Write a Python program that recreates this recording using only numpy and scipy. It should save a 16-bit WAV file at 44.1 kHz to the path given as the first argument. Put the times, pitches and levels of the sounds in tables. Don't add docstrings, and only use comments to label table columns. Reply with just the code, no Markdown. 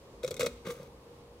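import sys
import numpy as np
from scipy import signal
from scipy.fft import rfft, irfft, next_fast_len
from scipy.io import wavfile
from scipy.ndimage import uniform_filter1d

SR = 44100
rng = np.random.default_rng(int(sys.argv[2]) if len(sys.argv) > 2 else 0)


def to_linear_factor(level_db):
    exponent = np.asarray(level_db, float) / 20
    return 10 ** exponent


def bounce(signal):
    frames = np.transpose(np.atleast_2d(signal))
    limited = np.clip(frames, -1, 1)
    pcm = np.round(limited * 32767).astype(np.int16)
    wavfile.write(sys.argv[1], SR, pcm)


N = 61739


def level(x):
    return x / np.sqrt(np.mean(x ** 2))


def curve(table, hz):
    points = np.array(table, float)
    return np.interp(np.log(np.maximum(hz, 1)), np.log(points[:, 0]), points[:, 1])


def shape(x, gain):
    size = x.shape[-1]
    n = next_fast_len(2 * size)
    hz = np.arange(n // 2 + 1) * SR / n
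    return irfft(rfft(x, n) * gain(hz), n)[..., :size]


def ring(x, modes):
    out = 0
    for hz, db, t60 in modes:
        decay = np.log(1000) / (max(t60, .003) * SR)
        pole = np.exp(2j * np.pi * hz / SR - decay)
        out = out + to_linear_factor(db) * signal.lfilter([1], [1, -pole], x + 1e-18).imag
    return out


def walk(rate_hz):
    hold = int(SR / rate_hz)
    steps = np.repeat(rng.standard_normal(N // hold + 1), hold)
    return level(uniform_filter1d(steps, hold)[:N])


def span(start):
    return slice(int(start * SR) - 256, int(start * SR) + 6000)


# frequency in Hz, density in dB per Hz.
ROOM_TONE = [(34, -24), (57, -6), (180, -14), (520, -14), (640, -22), (1060, -21), (1450, -33), (6000, -38)]
# frequency in Hz, side over mid in dB.
ROOM_TONE_SIDE = [(60, -33), (110, -42), (200, -18), (380, -14.5), (700, -6), (1290, -2.5), (2380, 0.5),
                  (4400, 3.5), (8120, -0.5), (15000, 0.5)]
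# frequency in Hz, level in dB, t60 in seconds.
HUM_RING = [(485, -3, .1), (530, 0, .14), (55, -5, .3)]
# time in seconds, hum level in dB.
HUM_LOAD = [
    (0, -7.5),
    (.5, 1),
    (.95, 0),
    (1.4, 1.5),
]
SHOP_DB, SHOP_RING_DB, HUM_DB = -54, -8, -5
HUM_HZ, HUM_DRIFT = 473, .004
FLICKER_DB, HISS_TOP_HZ = .9, 8300


def shop():
    air = 0
    for hz in 25 * 2. ** np.arange(0, 10):
        def band(f):
            octave = np.cos(np.pi / 2 * np.clip(np.log2(np.maximum(f, 1) / hz), -1, 1))
            return octave * to_linear_factor(curve(ROOM_TONE, f)) / (1 + (f / HISS_TOP_HZ) ** 2)

        mid = shape(rng.standard_normal(N), band)
        side = shape(rng.standard_normal(N), lambda f: band(f) * to_linear_factor(curve(ROOM_TONE_SIDE, f)))
        air = air + to_linear_factor(FLICKER_DB * walk(9.52)) * np.array([mid + side, mid - side])
    stirred = level(ring(rng.standard_normal(N), HUM_RING))
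    load_db = np.interp(np.arange(N) / SR, *np.transpose(HUM_LOAD))
    phase = 2 * np.pi * np.cumsum(HUM_HZ * (1 + HUM_DRIFT * walk(8.2))) / SR
    hum = to_linear_factor(2 * walk(9.64) + load_db) * np.sin(phase)
    return to_linear_factor(SHOP_DB) * (level(air) + to_linear_factor(SHOP_RING_DB) * stirred + to_linear_factor(HUM_DB) * hum)


# start in seconds, rise in seconds, hold in seconds, grit level in dB, brightness in dB per octave.
CATCHES = [(0.226, 0.0035, 0.0018, -56.5, -3), (0.2327, 0.00045, 0.0012, -42, 0.5),
           (0.237, 0.0011, 0.0026, -49, 2.5), (0.2453, .0006, 0.0015, -39.5, 0.5),
           (0.253, 0.0024, .006, -69, 1), (0.261, 0.0026, 0.0059, -51, 1.5),
           (0.2765, 0.0007, 0.0034, -42.5, 0.5), (.283, 0.00092, 0.0034, -50, 0),
           (0.3073, .0008, 0.0021, -42, 5), (0.3121, 0.00068, 0.0036, -42.5, -0.5),
           (0.325, .001, .005, -61.5, -8.5), (0.3416, .0004, 0.00055, -43.5, 3),
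           (0.3657, 0.00058, 0.0024, -44.5, 1.5), (0.374, 0.00058, .004, -53, 0.5),
           (0.3943, 0.0005, 0.0034, -36, 2), (0.4, 0.0014, 0.0077, -37.5, 2),
           (.4075, .001, 0.0041, -33, -1.5), (.414, .001, 0.0053, -34.5, -0.5),
           (0.426, 0.00076, 0.005, -41.5, -2.5), (0.431, 0.00036, 0.0014, -39, 2.5),
           (0.436, 0.00078, .005, -52, 8), (0.4426, 0.00061, 0.006, -46, -7),
           (0.45, 0.0011, 0.0045, -57, 11), (0.4601, 0.00043, 0.0022, -36.5, 3),
           (0.4636, 0.00075, 0.0037, -35.5, -2.5), (0.468, 0.00085, 0.0042, -54, 2.5),
           (0.479, 0.0014, 0.025, -67.5, -8), (0.647, 0.0072, 0.0053, -52, -4),
           (0.662, 0.0033, 0.0042, -48.5, -2.5), (0.666, 0.0028, 0.011, -49, -1.5),
           (.682, .003, 0.011, -47.5, -0.5), (0.698, .002, 0.0062, -49, -2),
           (0.704, 0.00091, 0.006, -48, 1), (0.711, 0.00082, 0.013, -50.5, 2.5),
           (.729, 0.0017, 0.01, -56.5, 3), (0.742, 0.0046, .018, -58.5, -1.5),
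           (.766, .0006, 0.0017, -57, 4), (0.771, .004, 0.054, -61.5, -1), (0.8293, .001, 0.0011, -55, 2.5),
           (0.836, 0.0049, 0.034, -66.5, -0.5)]
GRAINS_PER_S, GRAIN_SPREAD_DB = 16000, 1.5
RELEASE_S, CHATTER_DB = 0.0025, 1.5


def grit():
    t = np.arange(N) / SR
    sizes = to_linear_factor(GRAIN_SPREAD_DB * rng.exponential(size=(2, N))) * rng.standard_normal((2, N))
    struck = rng.random((2, N)) < GRAINS_PER_S / SR
    grains = level(sizes * struck * to_linear_factor(CHATTER_DB * walk(400)))
    out = np.zeros((2, N))
    for start, rise, hold, db, tilt_db in CATCHES:
        at = span(start)
        since = t[at] - start
        up = np.clip(since / max(rise, 2e-4), 0, 1)
        gate = up * np.exp(-np.maximum(since - rise - max(hold, 0), 0) / RELEASE_S)

        def tilt(f):
            return to_linear_factor(np.clip(tilt_db, -5, 6) * np.log2(np.maximum(f, 500) / 4000))

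        out[:, at] += to_linear_factor(db) * shape(grains[:, at] * gate, tilt)
    return out


# frequency in Hz, density in dB per Hz.
PAPER = [(530, -52), (900, -57), (1260, 8.5), (1720, -6.5), (3820, 6.5), (4410, -1), (6030, 0),
         (16000, -14)]
PAPER_BACK = [(530, -31), (900, 2), (1030, -50), (1160, 4), (1720, -11.5), (2190, -7.5), (3260, -7.5),
              (16000, -19)]
# frequency in Hz, width in Hz, level in dB.
STEEL = [(1275, 68, 11), (1516, 210, 4), (2250, 75, 10), (2520, 97, 11.5), (2880, 80, 8), (3680, 25, -14),
         (3890, 77, 2.5), (4800, 80, -9), (6150, 39, -15), (6200, 72, -2), (7040, 88, -16), (8040, 200, -4),
         (8650, 190, -12)]
STEEL_BACK = [(1200, 110, 4), (1280, 86, -1.5), (1610, 80, 1.5), (2250, 95, 0), (2530, 120, 2),
              (3000, 60.3, 3), (4020, 97, 0), (4700, 64, -4.5), (6700, 150, -4)]
STEEL_DB, STEEL_WIDEN, STEEL_LOW_HZ = -3.5, 1.48, 940
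TURN_S = .6


def scratch(force, paper, steel):
    def colour(f):
        return to_linear_factor(curve(paper, f)) / (1 + (1000 / np.maximum(f, 1)) ** 6)

    hiss = shape(force, colour) / np.sqrt(np.mean(colour(np.arange(1, SR // 2)) ** 2))
    modes = []
    for hz, width, db in steel:
        wide = width * STEEL_WIDEN
        modes.append((hz, db + 20 * np.log10(wide), np.log(1000) / np.pi / max(wide, 150)))
    unit = ring(np.arange(4096) == 0, modes)
    rung = shape(ring(force, modes), lambda f: f ** 4 / (f ** 4 + STEEL_LOW_HZ ** 4))
    return hiss + to_linear_factor(STEEL_DB) * rung / np.sqrt(np.sum(unit ** 2))


def strokes(force):
    back = np.arange(N) > TURN_S * SR
    return scratch(force * ~back, PAPER, STEEL) + scratch(force * back, PAPER_BACK, STEEL_BACK)


def burst(t, start, db, ms, hz, skew):
    swell = np.sin(np.pi * np.clip((t - start) * 1000 / ms, 0, 1) ** skew) ** 2
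    return to_linear_factor(db) * swell / (ms * SR / 4000) * np.sin(2 * np.pi * hz * (t - start))


def bandpass(x, lo_hz, hi_hz):
    return signal.sosfilt(signal.butter(2, [lo_hz, hi_hz], "band", fs=SR, output="sos"), x)


# start in seconds, level in dB, favoured pitch in Hz.
THUMPS = [(.234, -38.5, 135), (0.236, -32, 58), (.265, -37, 155), (0.301, -26.5, 98), (0.328, -37, 135),
          (0.365, -39, 237), (0.39, -35, 132), (0.412, -24, 98), (.44, -53, 59.4), (.430, -30.5, 241),
          (0.458, -33, 164), (0.493, -53, 241.2), (0.497, -9, 58.7), (0.526, -45, 126), (0.653, -53, 173),
          (0.665, -29.5, 173), (.682, -41, 173), (0.699, -38, 244), (0.729, -71, 240), (0.763, -41.5, 268),
          (0.795, -38, 158), (.830, -40, 79)]
# frequency in Hz, level in dB, t60 in seconds.
BENCH = [(56, -31, 0.14), (98, -14, 0.092), (142, -12, 0.37), (173, -2, 0.072), (240.5, -13.5, 0.68),
         (255.6, -13, 0.23)]
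BENCH_SHAKE_DB, BENCH_LO_HZ, BENCH_HI_HZ = -32.5, 56.4, 295
ROCK_CYCLES, FAVOUR_OCT = 2, .22


def bench_thumps(force):
    t = np.arange(N) / SR
    rocks = np.array([burst(t, s, db, 1000 * ROCK_CYCLES / hz, hz, 1) for s, db, hz in THUMPS])
    pitches = np.array(THUMPS)[:, 2]
    out = 0
    for mode in BENCH:
        share = np.exp(-.5 * (np.log2(pitches / mode[0]) / FAVOUR_OCT) ** 2)
        out = out + ring(share @ rocks + to_linear_factor(BENCH_SHAKE_DB) * force, [mode])
    return bandpass(out, BENCH_LO_HZ, BENCH_HI_HZ)


# start in seconds, ring level in dB, shudder length in milliseconds, pitch in Hz.
JOLTS = [(.2358, -24.5, 2.15, 490), (.2440, -25, 1.45, 521), (.244, -25, 13.5, 513.4),
         (.263, -40, 4.4, 528), (.278, -36, 1.8, 390), (.284, -36.5, 2.7, 502), (.307, -28, 1.66, 500),
         (0.315, -34, 2.5, 400), (.327, -40.5, 5, 478), (0.348, -39, 3.7, 450), (.366, -39.5, 3.6, 427),
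         (.394, -24, 1.7, 512), (.404, -27, 6.5, 449), (.412, -26, 7.4, 456), (.418, -41, 2.1, 431),
         (0.4242, -14, 20, 491), (.4428, -28.5, 13.4, 487), (.4616, -21.5, 2.8, 520),
         (.4654, -38, 4.9, 518), (.485, -30.5, 17, 493), (.512, -39, 2.5, 468), (.54, -46, 9.5, 480),
         (0.653, -44, 1.7, 480), (.662, -37.5, 8.5, 483), (.670, -33, 12.3, 521),
         (.683, -21.5, 30.6, 484.7), (.712, -33, 24.5, 474), (.744, -42, 8.6, 510), (.757, -42, 11, 488),
         (.767, -44, 3, 492), (.797, -36.5, 4.2, 527), (0.811, -50, 3.3, 496), (0.8296, -43.5, 1, 483),
         (.855, -45.5, 4.7, 507)]
# frequency in Hz, level in dB, t60 in seconds.
CASTING = [(376, -12, 0.042), (497, -2, 0.052), (537.5, -12, 0.081), (609, -16.5, 0.056)]
SHAKE_DB, CASTING_LO_HZ, CASTING_HI_HZ = 0.5, 388, 610
SHUDDER_HZ = 496.1
SHUDDER_SKEW = 0.58


def casting_jolts(force):
    t = np.arange(N) / SR
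    shudders = np.zeros(N)
    for start, db, ms, hz in JOLTS:
        at = span(start)
        held = [(f * hz / SHUDDER_HZ, mode_db, t60) for f, mode_db, t60 in CASTING]
        shudders[at] += ring(burst(t[at], start, db, max(ms, .5), hz, SHUDDER_SKEW), held)
    shaken = ring(to_linear_factor(SHAKE_DB) * force / 10, CASTING)
    return bandpass(shudders + shaken, CASTING_LO_HZ, CASTING_HI_HZ)


ROOM_T60_S, ROOM_DB, EARLY_T60_S, EARLY_DB = 0.58, -13.5, 0.066, -6.5


def room(x):
    t = np.arange(SR // 2) / SR

    def fade(t60):
        noise = rng.standard_normal((2, len(t))) * (t > .0003)
        return noise * to_linear_factor(-60 * t / t60) / np.sqrt(t60 * SR / 14)

    echoes = to_linear_factor(ROOM_DB) * fade(ROOM_T60_S) + to_linear_factor(EARLY_DB) * fade(EARLY_T60_S)
    return signal.fftconvolve(x[None], echoes)[:, :N]


# frequency in Hz, left over right in dB.
PORT_BALANCE = [(60, -16), (110, -4), (200, 3), (380, -6), (700, -4), (1290, 4.5), (2380, 0.5), (4400, 6),
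                (8120, 2), (15000, -3)]
# frequency in Hz, lead of the left in radians.
PORT_PHASE = [(700, 0.091), (1300, 1.1), (2070, 0.32), (2840, 1.6), (4300, 0.17), (9000, 1.06),
              (15000, 1.3)]
THUMP_SIDE_DB, THUMP_SIDE_HZ = -20.5, 600
SPREAD_DB, SPREAD_HZ = -7, 4500


def scene():
    background = shop()
    force = grit()
    high, other = strokes(force)
    low = bench_thumps(force[0]) + casting_jolts(force[0])

    def half(f):
        return to_linear_factor(curve(PORT_BALANCE, f) / 2) * np.exp(.5j * curve(PORT_PHASE, f))

    near = np.array([shape(high, half), shape(high, lambda f: 1 / half(f))])
    side = shape(low, lambda f: to_linear_factor(THUMP_SIDE_DB) * f / THUMP_SIDE_HZ * np.exp(.9j))
    side = side + shape(other, lambda f: to_linear_factor(SPREAD_DB) * f / np.hypot(f, SPREAD_HZ))
    return near + np.array([low + side, low - side]) + room(high) + background


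def top_cut(x):
    return signal.sosfilt(signal.butter(12, 16310, fs=SR, output="sos"), x)


def record(dry):
    low_pass = signal.ellip(8, .2, 60, 15700, fs=SR, output="sos")
    mix = signal.sosfilt(low_pass, dry)
    return top_cut(mix)


dry = scene()
out = record(dry)
bounce(out)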